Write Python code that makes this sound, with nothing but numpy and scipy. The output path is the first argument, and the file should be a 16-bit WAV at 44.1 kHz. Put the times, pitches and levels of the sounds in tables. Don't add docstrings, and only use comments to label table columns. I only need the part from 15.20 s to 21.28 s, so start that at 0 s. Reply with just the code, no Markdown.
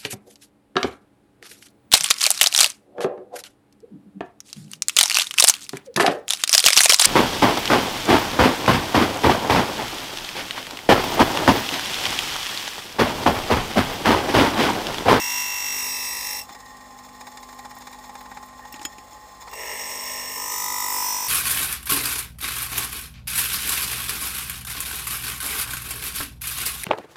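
import sys
import numpy as np
from scipy import signal
from scipy.fft import rfft, irfft
from scipy.io import wavfile

SR = 44100
rng = np.random.default_rng(int(sys.argv[2]) if len(sys.argv) > 2 else 0)


def dump(signal):
    limited = np.clip(np.atleast_2d(signal).T, -1, 1)
    pcm = np.round(limited * 32767).astype(np.int16)
    wavfile.write(sys.argv[1], SR, pcm)


def convert_level_to_amplitude(level_db):
    exponent = np.asarray(level_db, float) / 20
    return 10 ** exponent


N = 268128
T = np.arange(N) / SR
HZ = np.fft.rfftfreq(N, 1 / SR)
CHATTER_ORDER = 20

# t/s, f/Hz
SHAFT = [(0, 49.5), (.5, 49.53), (.62, 49.63), (.9, 49.73), (1.1, 49.7), (1.3, 49.91), (2.4, 49.87),
         (3.5, 49.94), (4.25, 49.93), (4.5, 49.83), (5.15, 49.83), (5.3, 49.7), (5.47, 49.585), (5.7, 49.6),
         (5.87, 49.65), (6.08, 49.57)]
# t/s, level/dB
PASSES = [
    [(0, -29.5), (.16, -27.5), (.29, -30.5), (.57, -30), (.8, -30), (1.19, -31), (1.225, -44.5),
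     (1.255, -51), (1.27, -54)],
    [(4.27, -46), (4.33, -41.5), (4.4, -37.5), (4.7, -32.5), (5.0, -34), (5.08, -34.5), (5.43, -29),
     (5.9, -27.5), (6.08, -29.5)],
]
STROKES = [
    .4035,
    .909,
    4.616,
    5.644,
    5.644,
]
WHEEL_HZ = [8010, 8400, 9060, 10650, 11170, 12150, 13260, 13880, 14680, 15250]
WHEEL_WIDTH = [50, 50, 170, 50, 110, 80, 80, 100, 90, 140]
WHEEL_DB = [
    (-4, -7.5, -19, -32, -8.5, -39, -12, -5.5, -7, -18),
    (-4, -11, -13.5, -15, -8.5, -30, -14, -7, -9, -18),
    (2, 6.5, -14, -3, -12, -20, -1, -2, -3, -5),
    (-10, -6, -18, -15, -9, -24, -5, -9, -6, -13),
    (-5, -2.5, -16, -9, -6, -20, -4, -5, -4, -9),
]
WHEEL = [list(zip(WHEEL_HZ, WHEEL_WIDTH, row)) for row in WHEEL_DB]
# f/Hz, width/Hz, level/dB
CASING = [(820, 13, 3), (1041, 41, -2.5), (1874, 18.3, -9), (2103, 18, -9.5), (2386, 17, -15.5),
          (3500, 12, -10.5), (4000, 110, -14.5), (4240, 66, -12.5), (5080, 17, -12.5), (5400, 12, -7.5),
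          (6560, 710, -12), (7520, 83, -11), (8280, 260, -21), (14900, 230, -15.5)]


def evened(x):
    return x / np.sqrt(np.mean(x ** 2) + 1e-20)


def read(points, hz):
    f, value = np.transpose(points)
    return np.interp(np.log(hz + 1), np.log(f + 1), value)


def add(mix, s, sound):
    part = mix[max(round(s * SR), 0):][:len(sound)]
    part += sound[:len(part)]


def body(modes):
    return sum((-1) ** k * convert_level_to_amplitude(db) / (1 + 2j * (HZ - hz) / width) for k, (hz, width, db) in enumerate(modes))


def through(x, response):
    return irfft(rfft(x) * response, N)


def wander(rate, size=32):
    steps = rng.standard_normal(N // size + 1)
    step_hz = np.fft.rfftfreq(len(steps), size / SR)
    slow = irfft(rfft(steps) * np.exp(-(step_hz / rate) ** 2), len(steps))
    return np.interp(np.arange(N) / size, np.arange(len(steps)), evened(slow))


def turns():
    return np.cumsum(np.interp(T, *np.transpose(SHAFT))) / SR


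def grit(size=888, count=4):
    likeness = .985
    fresh = rng.standard_normal((460, size))
    rim = rfft(signal.lfilter([1], [1, -likeness], fresh, axis=0)[140:], axis=1)
    rim = irfft(rim / abs(rim) ** .65, size, axis=1).ravel()
    fine = signal.resample_poly(evened(rim), count, 1)
    return np.interp(turns() * size * count, np.arange(len(fine)), fine)


def slaps(off_spot, rows):
    return sum(convert_level_to_amplitude(db) * np.exp(-((off_spot - lag) / wide) ** 2) * np.cos(2 * np.pi * order * (off_spot - lag))
               for lag, order, wide, db in rows)


def grip_bands():
    # from t/s, slide time/s, low ring level/dB, rumble level/dB (against the screech)
    grip_rows = [
        (0, .088, -9, -22.5),
        (.62, 0.19, -8.5, -23),
        (4.2, 0.12, -5.5, -19),
        (5.25, 0.35, -9.5, -19.5),
        (5.75, 0.2, -15.5, -18.5),
    ]
    # repeating share/0-1, its edge f/Hz, stroke level/dB, width/turns, chatter level/dB
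    cut_rows = [
        (0.92, 26000, 3, 0.1, -27),
        (0.88, 9600, 3.5, 0.1, -22),
        (0.71, 6300, 3, 0.08, -10),
        (0.92, 20000, 4.5, 0.15, -16),
        (.95, 18000, 2.5, 0.12, -14),
    ]
    # f/Hz, width/Hz, level/dB
    flat_modes = [(941, 51, -6.5), (2030, 185, -5), (2764, 79, -6.5), (3270, 230, -11.5), (3720, 90, -16),
                  (4000, 38, -10.5), (4860, 87, -16), (5320, 33, -4.5), (5606, 100, 0), (6680, 96, -5),
                  (7240, 98, -13.5)]
    tilted_modes = [(1030, 120, -32.5), (1960, 100, -7), (2678, 72, -9), (3600, 73, -13), (4000, 200, -17),
                    (4880, 30, -10), (5050, 58, -11), (5330, 70, -3), (5600, 60, -3), (5790, 52, -5),
                    (6250, 150, -16), (6640, 110, -11), (7000, 49, -12)]
    light_modes = [(431, 140, -8.5), (647, 83, -11.5), (850, 30, -26), (1060, 90, -13), (1774, 49, -13.5),
                   (2090, 280, -8), (2814, 146, -8), (3410, 84, -8), (3700, 160, -12), (5467, 105, 6.5),
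                   (5740, 48, 5), (6560, 390, -3.5), (7700, 90, -8)]
    hard_modes = [(964, 24, -2.5), (1255, 50, -1), (1782, 40, -16), (1970, 60, -5.5), (2420, 69, -16),
                  (3700, 70, -11), (5010, 40, -12), (5400, 65, -4), (5510, 70, -4), (5770, 40, -4),
                  (6050, 200, -15), (6690, 50, -7), (7040, 70, -5), (7280, 50, -9), (7730, 80, -6)]
    tip_modes = [(920, 76, -9), (1270, 37, -10.5), (1560, 200, -17), (1900, 130, -13), (2456, 200, -15),
                 (3300, 80, -13), (3650, 50, -13), (4340, 240, -15), (5020, 100, -8), (5400, 130, -2),
                 (5770, 60, -2), (5900, 80, -2.5), (6080, 120, -5), (6590, 61, -6), (7000, 50, -8),
                 (7260, 100, -9), (7600, 300, -13)]
    ring_modes = [flat_modes, tilted_modes, light_modes, hard_modes, tip_modes]
    # f/Hz, level/dB per Hz
    scrape_curve = [(88, -64), (150, 9), (730, -6), (979, 6.5), (1630, -6), (1980, 8), (3040, 4),
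                    (5680, 1.5), (10200, 4), (14200, 2), (16000, -28)]
    # f/Hz, width/Hz
    dark_gaps = [
        [(3040, 60), (4500, 50), (10220, 150), (12950, 70)],
        [(1480, 130), (2980, 90), (4380, 130), (10220, 140), (12950, 70)],
        [(1500, 110), (4650, 70), (9350, 150), (10150, 50), (11720, 190), (12050, 50), (12500, 50)],
        [(950, 100), (3100, 40), (4080, 60), (4680, 70), (9570, 90), (10200, 50), (11900, 190), (12650, 40)],
        [(950, 100), (3100, 70), (3900, 110), (4680, 50), (11800, 110)],
    ]
    # lag/turns, shaft order, width/turns, level/dB over pressure
    slap_rows = [
        [(.07, 41, .06, 4), (.07, 115, .05, 1), (.07, 165, .04, 0), (.045, 285, .05, 2)],
        [(.08, 39, .08, -18), (.05, 110, .1, -6), (.08, 54, .12, -14)],
        [(.17, 39, .07, -7), (.17, 110, .06, -8)],
        [(0, 40, .15, -11), (.1, 74, .08, -12), (.2, 170, .14, -4), (.1, 145, .08, -7)],
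        [(0, 40, .15, -14), (.2, 170, .14, -5)],
    ]

    bands = np.zeros((3, N))
    under_2400, under_700 = [1 / (1 + (HZ / hz) ** 8) for hz in (2400, 700)]
    rumble_split = under_700 / (1 + (320 / (HZ + 1)) ** 6)
    splits = 1 - under_2400, under_2400 - under_700, rumble_split
    rim, tearing = rfft(grit()), rfft(rng.standard_normal(N))
    turn, unsteady = turns(), wander(13.0)
    bounces = evened(np.exp(2.5 * np.cos(2 * np.pi * CHATTER_ORDER * turn)))
    taken = [np.clip((T - start) / slide + .5 + (start == 0), 0, 1) for start, slide, *_ in grip_rows] + [0]
    for k, (share, edge_hz, stroke_db, wide, chatter_db) in enumerate(cut_rows):
        share = np.clip(share, 0, 1) / (1 + (HZ / edge_hz) ** 2)
        even = rim * np.sqrt(share) + tearing * np.sqrt(1 - share)
        off_spot = (turn - np.interp(STROKES[k], T, turn) + .5) % 1 - .5
        spot = np.exp(-abs(off_spot / wide) ** 3)
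        stroke = irfft(even, N) * convert_level_to_amplitude(stroke_db * spot + .5 * unsteady)
        chatter = convert_level_to_amplitude(chatter_db) * spot * (bounces - bounces.mean())
        force = rfft(stroke + chatter)
        modes = [(hz, max(width, 38), db) for hz, width, db in ring_modes[k] + WHEEL[k]]
        response = body(modes) + convert_level_to_amplitude(-27.5 + read(scrape_curve, HZ))
        for hz, width in dark_gaps[k]:
            response *= 1 - .985 * np.exp(-((HZ - hz) / width) ** 4)
        pushes = (force, force, even)
        rung = np.array([irfft(push * response * split, N) for push, split in zip(pushes, splits)])
        rung[1] *= convert_level_to_amplitude(0.5 * stroke_db * np.roll(spot, 40))
        balance = (0, *grip_rows[k][2:])
        held = taken[k] - taken[k + 1]
        bands += held ** 0.65 * np.array([convert_level_to_amplitude(db) * evened(band) for db, band in zip(balance, rung)])
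        bands[0] += held * convert_level_to_amplitude(unsteady) * slaps(off_spot, slap_rows[k])
    return bands


def grinding():
    firm_db, low_follow, rumble_follow = -31.5, 0.67, 0.18
    screech, low_ring, rumble = grip_bands()
    landing = np.exp(-abs(T - PASSES[1][2][0]) / 0.18)
    lumps = convert_level_to_amplitude(2.2 * wander(30) + 10 * landing)
    landing_low_db = 5 * np.exp(-((T - 4.46) / 0.15) ** 2)
    out = np.zeros(N)
    for rows in PASSES:
        s, press_db = np.transpose(rows)
        arriving = np.clip((T - s[0]) / 0.14 + (s[0] == 0), 0, 1)
        leaving = np.clip((s[-1] - T) / 0.011 + (s[0] > 0), 0, 1)
        over_db = np.interp(T, s, press_db) - firm_db
        grip = np.clip(1.6 + over_db / 12, 0, 1)
        lower = convert_level_to_amplitude(low_follow * over_db + landing_low_db) * low_ring
        lower += convert_level_to_amplitude(rumble_follow * over_db) * lumps * rumble
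        out += arriving * leaving * convert_level_to_amplitude(firm_db) * (convert_level_to_amplitude(over_db) * screech + np.sqrt(grip) * lower)
    return out


def singing():
    sung_orders = [19, 20, 54, 56, 115, 117, 113, 162, 39, 161, 53, 107, 21, 110, 168, 116, 111, 109, 25,
                   118, 120, 122, 170, 111, 17]
    # middle t/s, half length/s, level/dB rms
    swells = [(.3, 1, -50), (0.11, 0.83, -42), (0.1, 0.72, -35), (0.11, 0.39, -39), (0.23, .2, -39),
              (0.59, .22, -38), (0.79, .4, -37.5), (.5, 0.12, -45), (0.94, 0.37, -41), (0.85, .5, -38),
              (0.81, 0.11, -43), (1.16, 0.22, -41), (4.85, 0.37, -51), (5.2, 0.49, -44), (4.9, 0.17, -59),
              (5.31, 0.16, -41.5), (5.4, 0.25, -44), (5.8, 0.43, -37.5), (5.36, .2, -54), (5.92, 0.12, -36),
              (6, .1, -39), (5.4, 0.16, -35), (5.84, 0.16, -47), (1.15, .07, -39), (1.14, .1, -42.5)]
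    turn = turns()
    touching = np.clip((PASSES[0][6][0] - T) / 0.043, 0, 1) + (T > PASSES[1][0][0])
    flutter = [1.56 * wander(10) for _ in range(4)]
    out = np.zeros(N)
    for order, (s, half, db) in zip(sung_orders, swells):
        on = abs(T - s) < 2 * half
        swell_db = db - 8 * ((T[on] - s) / max(half, .05)) ** 2 + flutter[order % 4][on]
        out[on] += convert_level_to_amplitude(swell_db) * np.cos(2 * np.pi * (order * turn[on] + rng.random()))
    return np.sqrt(2) * touching * out


def bounce(wide=0.17, between_db=-9.5, double_db=-11, slower=0.8):
    # t/s, level/dB
    bounce_levels = [
        (5.1, -34),
        (5.2, -36.5),
        (5.3, -36),
        (5.5, -34),
        (5.836, -31),
        (6.08, -35.5),
    ]
    turn = turns() - np.interp(STROKES[-1] + .001, T, turns())
    off_spot = (turn + .5) % 1 - .5
    swing = 2 * np.pi * CHATTER_ORDER * turn
    slowed = np.cos(swing - 2 * np.pi * slower * off_spot)
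    burst = np.exp(-abs(off_spot / wide) ** 3) * (slowed + convert_level_to_amplitude(double_db) * np.cos(2 * swing))
    cycles = evened(burst + convert_level_to_amplitude(between_db) * np.cos(swing))
    onset = np.clip((T - bounce_levels[0][0]) / 0.089, 0, 1)
    return onset * convert_level_to_amplitude(np.interp(T, *np.transpose(bounce_levels))) * cycles


def knocks():
    # t/s, crack level/dB, crack f/Hz, thud level/dB, ring level/dB (against the crack)
    knock_rows = [(1.307, -37, 3530, 14, -27), (3.525, -28, 14500, -27, -27), (3.5412, -22, 2500, 4, -10),
                  (3.594, -25, 2600, 2, -18), (3.615, -34, 7500, 14, -10), (3.629, -27.5, 6040, -25, -12),
                  (3.651, -15.5, 2870, 2.5, 0), (3.6542, -31, 3200, 7, -7), (3.6525, -14, 2040, -20, -30),
                  (3.653, -25.5, 13000, -30, -30), (3.66, -37, 3300, -9, -20), (3.7828, -26, 2500, 2, -11),
                  (3.931, -40, 6800, 13, 2), (4.2205, -48, 7500, -8, -6), (4.27, -40, 4000, -9, -12),
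                  (4.283, -36, 4500, -11, -12)]
    # f/Hz, level/dB, decay by 60 dB t/s
    blade_modes = [(1860, -20, .05), (2340, -14, .06), (2630, -13, .06), (3235, -11, .08), (3900, -22, .04),
                   (5200, -8, .08), (6920, -1, .085), (8200, -10, .04), (9090, -12, .02), (10400, -20, .04),
                   (12520, -22, .025), (13670, -13, .025)]
    # t/s, level/dB
    graze_rows = [
        (1.196, -38),
        (1.214, -39.5),
        (1.235, -44.5),
        (3.525, -46.5),
        (4.293, -53),
        (4.314, -45),
        (4.335, -42),
        (4.353, -43),
    ]
    out, touch, t = np.zeros(N), np.zeros(N), np.arange(5000) / SR
    ring = sum(convert_level_to_amplitude(db - 60 * t / min(t60, .08)) * np.sin(2 * np.pi * hz * t) for hz, db, t60 in blade_modes)
    ring = ring * (1 - np.exp(-t / 0.00011)) / abs(ring).max()
    thud = convert_level_to_amplitude(-60 * t / 0.017) * np.sin(2 * np.pi * 290 * t) * (1 - np.exp(-t / 0.0064))
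    for s, db, crack_hz, thud_db, ring_db in knock_rows:
        burst = rng.standard_normal(len(t)) * np.exp(-t / 0.0038)
        crack = signal.lfilter(*signal.iirpeak(min(crack_hz, 15000), 2.4, SR), burst)
        add(out, s, convert_level_to_amplitude(db) * (crack + convert_level_to_amplitude(ring_db) * ring + convert_level_to_amplitude(thud_db) * thud))
    for s, db in graze_rows:
        add(touch, s, convert_level_to_amplitude(db) * rng.standard_normal(len(t)) * np.exp(-t / 0.0029))
    wheel = [(2740, 30, 12), (5440, 70, 5)] + WHEEL[0][:2] + [(hz, 250, -19) for hz in WHEEL_HZ[6:]]
    return out + convert_level_to_amplitude(23.5) * through(touch, body(wheel) * HZ / 3500)


def rattle(rise=0.003, fall=0.008):
    # t/s, peak level/dB, brightness
    # level/dB
    beat_rows = [(1.292, -29, -12.5), (1.303, -32, -22), (1.349, -29, -13.5), (1.403, -35.5, -4),
                 (1.458, -36, -4.5), (1.509, -44, -17), (1.568, -38, -3), (1.609, -37, -5),
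                 (1.659, -35.5, -12), (1.707, -35, -16), (1.788, -33, -8), (1.848, -32, -15),
                 (1.888, -34, -10), (1.95, -33.5, -12), (2.01, -28.5, -11.5), (2.07, -27, -14.5),
                 (2.119, -35, -4.5), (2.173, -28, -12), (2.23, -32.5, -4.5), (2.29, -30.5, -12),
                 (2.329, -31, -13), (2.39, -29, -10.5), (2.45, -26.5, -15.5), (2.51, -28.5, -14),
                 (2.566, -30, -18), (2.608, -34, -8), (2.62, -30.5, -13), (2.671, -26.5, -15),
                 (2.708, -34, -26), (2.729, -32, -8), (2.747, -32.5, -17), (2.788, -35.5, -4.5),
                 (2.841, -29.5, -13), (2.895, -28.5, -18), (2.954, -27.5, -18), (3.009, -27.5, -19.5),
                 (3.059, -29, -19.5), (3.115, -26, -22), (3.171, -25.5, -21.5), (3.228, -28.5, -17),
                 (3.287, -32, -20), (3.329, -32.5, -25), (3.393, -30, -26), (3.452, -29, -18),
                 (3.56, -28, -15),
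        (3.616, -27, -17),
        (3.718, -35, -34),
        (4.06, -41, -21),
        (4.22, -28.5, -16.5),
        (4.276, -25.5, -23),
        (4.331, -26.5, -17),
        (5.823, -25.5, -14),
    ]
    clear_db, steep, shine_db = -27.5, 1.69, 6.5
    t = np.arange(2600) / SR
    shape = (1 - np.exp(-t / rise)) * np.exp(-t / fall)
    dull, bright = np.zeros((2, N))
    for s, db, bright_db in beat_rows:
        db = clear_db + steep * (db - clear_db)
        add(dull, s - .003, convert_level_to_amplitude(db) * shape / shape.max())
        add(bright, s - .003, convert_level_to_amplitude(db + bright_db + shine_db) * shape / shape.max())
    taps = rng.standard_normal(N) * convert_level_to_amplitude(2.0 * rng.exponential(1, N))
    split = 1 / (1 + (HZ / 1900) ** 4)
    shaken = body([(hz, max(2.8 * width, hz / 20), db) for hz, width, db in CASING])
    low = (shaken + convert_level_to_amplitude(-14.5) * HZ / (HZ + 500)) * split
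    high = (shaken + convert_level_to_amplitude(-32.5)) * (1 - split) / (1 + (HZ / 11000) ** 2)
    low_rms, high_rms = [np.std(through(taps, response)) for response in (low, high)]
    low_part = convert_level_to_amplitude(-8.5) * through(taps * dull, low) / low_rms
    return low_part + convert_level_to_amplitude(-7.0) * through(taps * bright, high) / high_rms


def crackle():
    # t/s, peak level/dB
    tick_rows = [(1.3909, -43), (1.4512, -44), (1.5684, -48), (1.7894, -47), (1.8503, -46), (1.8867, -48),
                 (1.9491, -51), (2.0089, -43), (2.1092, -45), (2.1641, -44), (2.224, -50), (2.2883, -43),
                 (2.3896, -45), (2.5093, -41), (2.5532, -37), (2.6101, -43), (2.6714, -48), (2.7168, -40),
                 (2.7348, -40), (2.8899, -48), (2.9493, -45), (3.0097, -38), (3.0281, -46), (3.1089, -44),
                 (3.2152, -42), (3.2516, -48), (3.2701, -46), (3.288, -46), (3.4277, -44)]
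    dust_per_s, dust_db, dust_s, dust_half_s = 90, -43, 2.55, 0.49
    starts, t = np.zeros(N), np.arange(400) / SR
    for s, db in tick_rows:
        starts[round(s * SR)] = convert_level_to_amplitude(db + 8)
    chance, size = rng.random(N), rng.exponential(1, N)
    density = dust_per_s / SR * np.exp(-((T - dust_s) / dust_half_s) ** 2)
    starts += (chance < density) * convert_level_to_amplitude(dust_db + 3.0 * size)
    out = signal.oaconvolve(starts, np.exp(-t / 0.0013))[:N] * rng.standard_normal(N)
    return through(out, body([(14800, 1500, 0), (9000, 6000, -8)]) * HZ / (HZ + 5000))


def rest():
    # t/s, level/dB
    jolt_rows = [
        (1.34, 15),
        (2.38, 4),
        (3.3, 3.5),
        (3.42, 6),
    ]
    shaking = rng.standard_normal(N) * convert_level_to_amplitude(3.2 * wander(33))
    free = (T > 1.24) & (T < 4.32)
    level_db = -60 + sum(db * (T > s) * np.exp(-abs(T - s) / 0.32) for s, db in jolt_rows)
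    return free * convert_level_to_amplitude(level_db) * evened(through(shaking, body([(1862, 55, 0)]) ** 1.46))


def motor():
    # f/Hz, level/dB rms
    hum_tones = [(48.4, -64), (102.3, -69), (150.7, -70.5), (199.2, -66), (247.6, -57.5), (301.5, -73.5),
                 (398.4, -72.5), (500.6, -67.5), (694.4, -70), (748.3, -134.5), (796.7, -60),
                 (845.2, -54.5), (1050, -52.5), (1147, -60.5)]
    # f/Hz, level/dB rms
    cover_tones = [(63.4, -63.5), (74.5, -82), (266, -68.5), (124, -72.5)]
    # f/Hz, level/dB per Hz
    whir_curve = [(13, -47), (22, -18), (59, -8), (156, -18), (249, -14.5), (347, -14.5), (730, -7),
                  (837, -6.5), (935, -46), (1070, -3.5), (1410, -17.5), (1810, -16.5), (3060, -23.5),
                  (7190, -21), (16000, -37)]
    # middle t/s, half length/s, depth level/dB
    hand_damping = [(.36, 0.068, 15), (.75, 0.12, -1.5), (1.2, 0.39, 8), (4.053, 0.49, 11), (4.32, 0.14, 9),
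                    (5.393, 0.12, 22), (5.655, 0.23, 2), (6.08, 0.27, 7)]
    flutter_order = 17
    idle_hz, turn = np.interp(2.5, *np.transpose(SHAFT)), turns()
    tones = np.zeros(N)
    damped_db = sum(db * np.exp(-((T - s) / half) ** 2) for s, half, db in hand_damping)
    for hz, db in hum_tones:
        order = round(hz / idle_hz)
        if order == 5:
            level_db = -54.5 - damped_db
        else:
            level_db = db + 1.5 + 1.8 * wander(4) + 3 * (order == flutter_order) * wander(22)
        tones += convert_level_to_amplitude(level_db) * np.sin(2 * np.pi * (order * turn + rng.random()))
    for hz, db in cover_tones:
        tones += convert_level_to_amplitude(db - 2.5 + 2.5 * wander(0.93)) * np.sin(2 * np.pi * hz * T)
    whir = convert_level_to_amplitude(-51) * evened(through(rng.standard_normal(N), convert_level_to_amplitude(read(whir_curve, HZ))))
    shaking = rng.standard_normal(N) * convert_level_to_amplitude(3.0 * wander(34.0))
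    casing = evened(through(shaking, body([(hz, max(width, hz / 30), db) for hz, width, db in CASING])))
    return np.sqrt(2) * tones + whir + convert_level_to_amplitude(-51.5) * casing


def scene():
    gap_hz, gap_width, depth = 5910, 390, 0.76
    bench = 1 - depth * np.exp(-((HZ - gap_hz) / gap_width) ** 2)
    machine = through(motor() + rattle(), bench)
    dry = grinding() + singing() + bounce() + machine + rest() + knocks() + crackle()
    return dry[None]


def low_pass(x):
    return signal.sosfilt(signal.butter(12, 16350, fs=SR, output="sos"), x)


def record(dry):
    lowpass = signal.firwin(2047, 15530, window=("kaiser", 9), fs=SR)
    limited = signal.oaconvolve(dry, lowpass[None], "same")
    return low_pass(limited)


dry = scene()
out = record(dry)
dump(out)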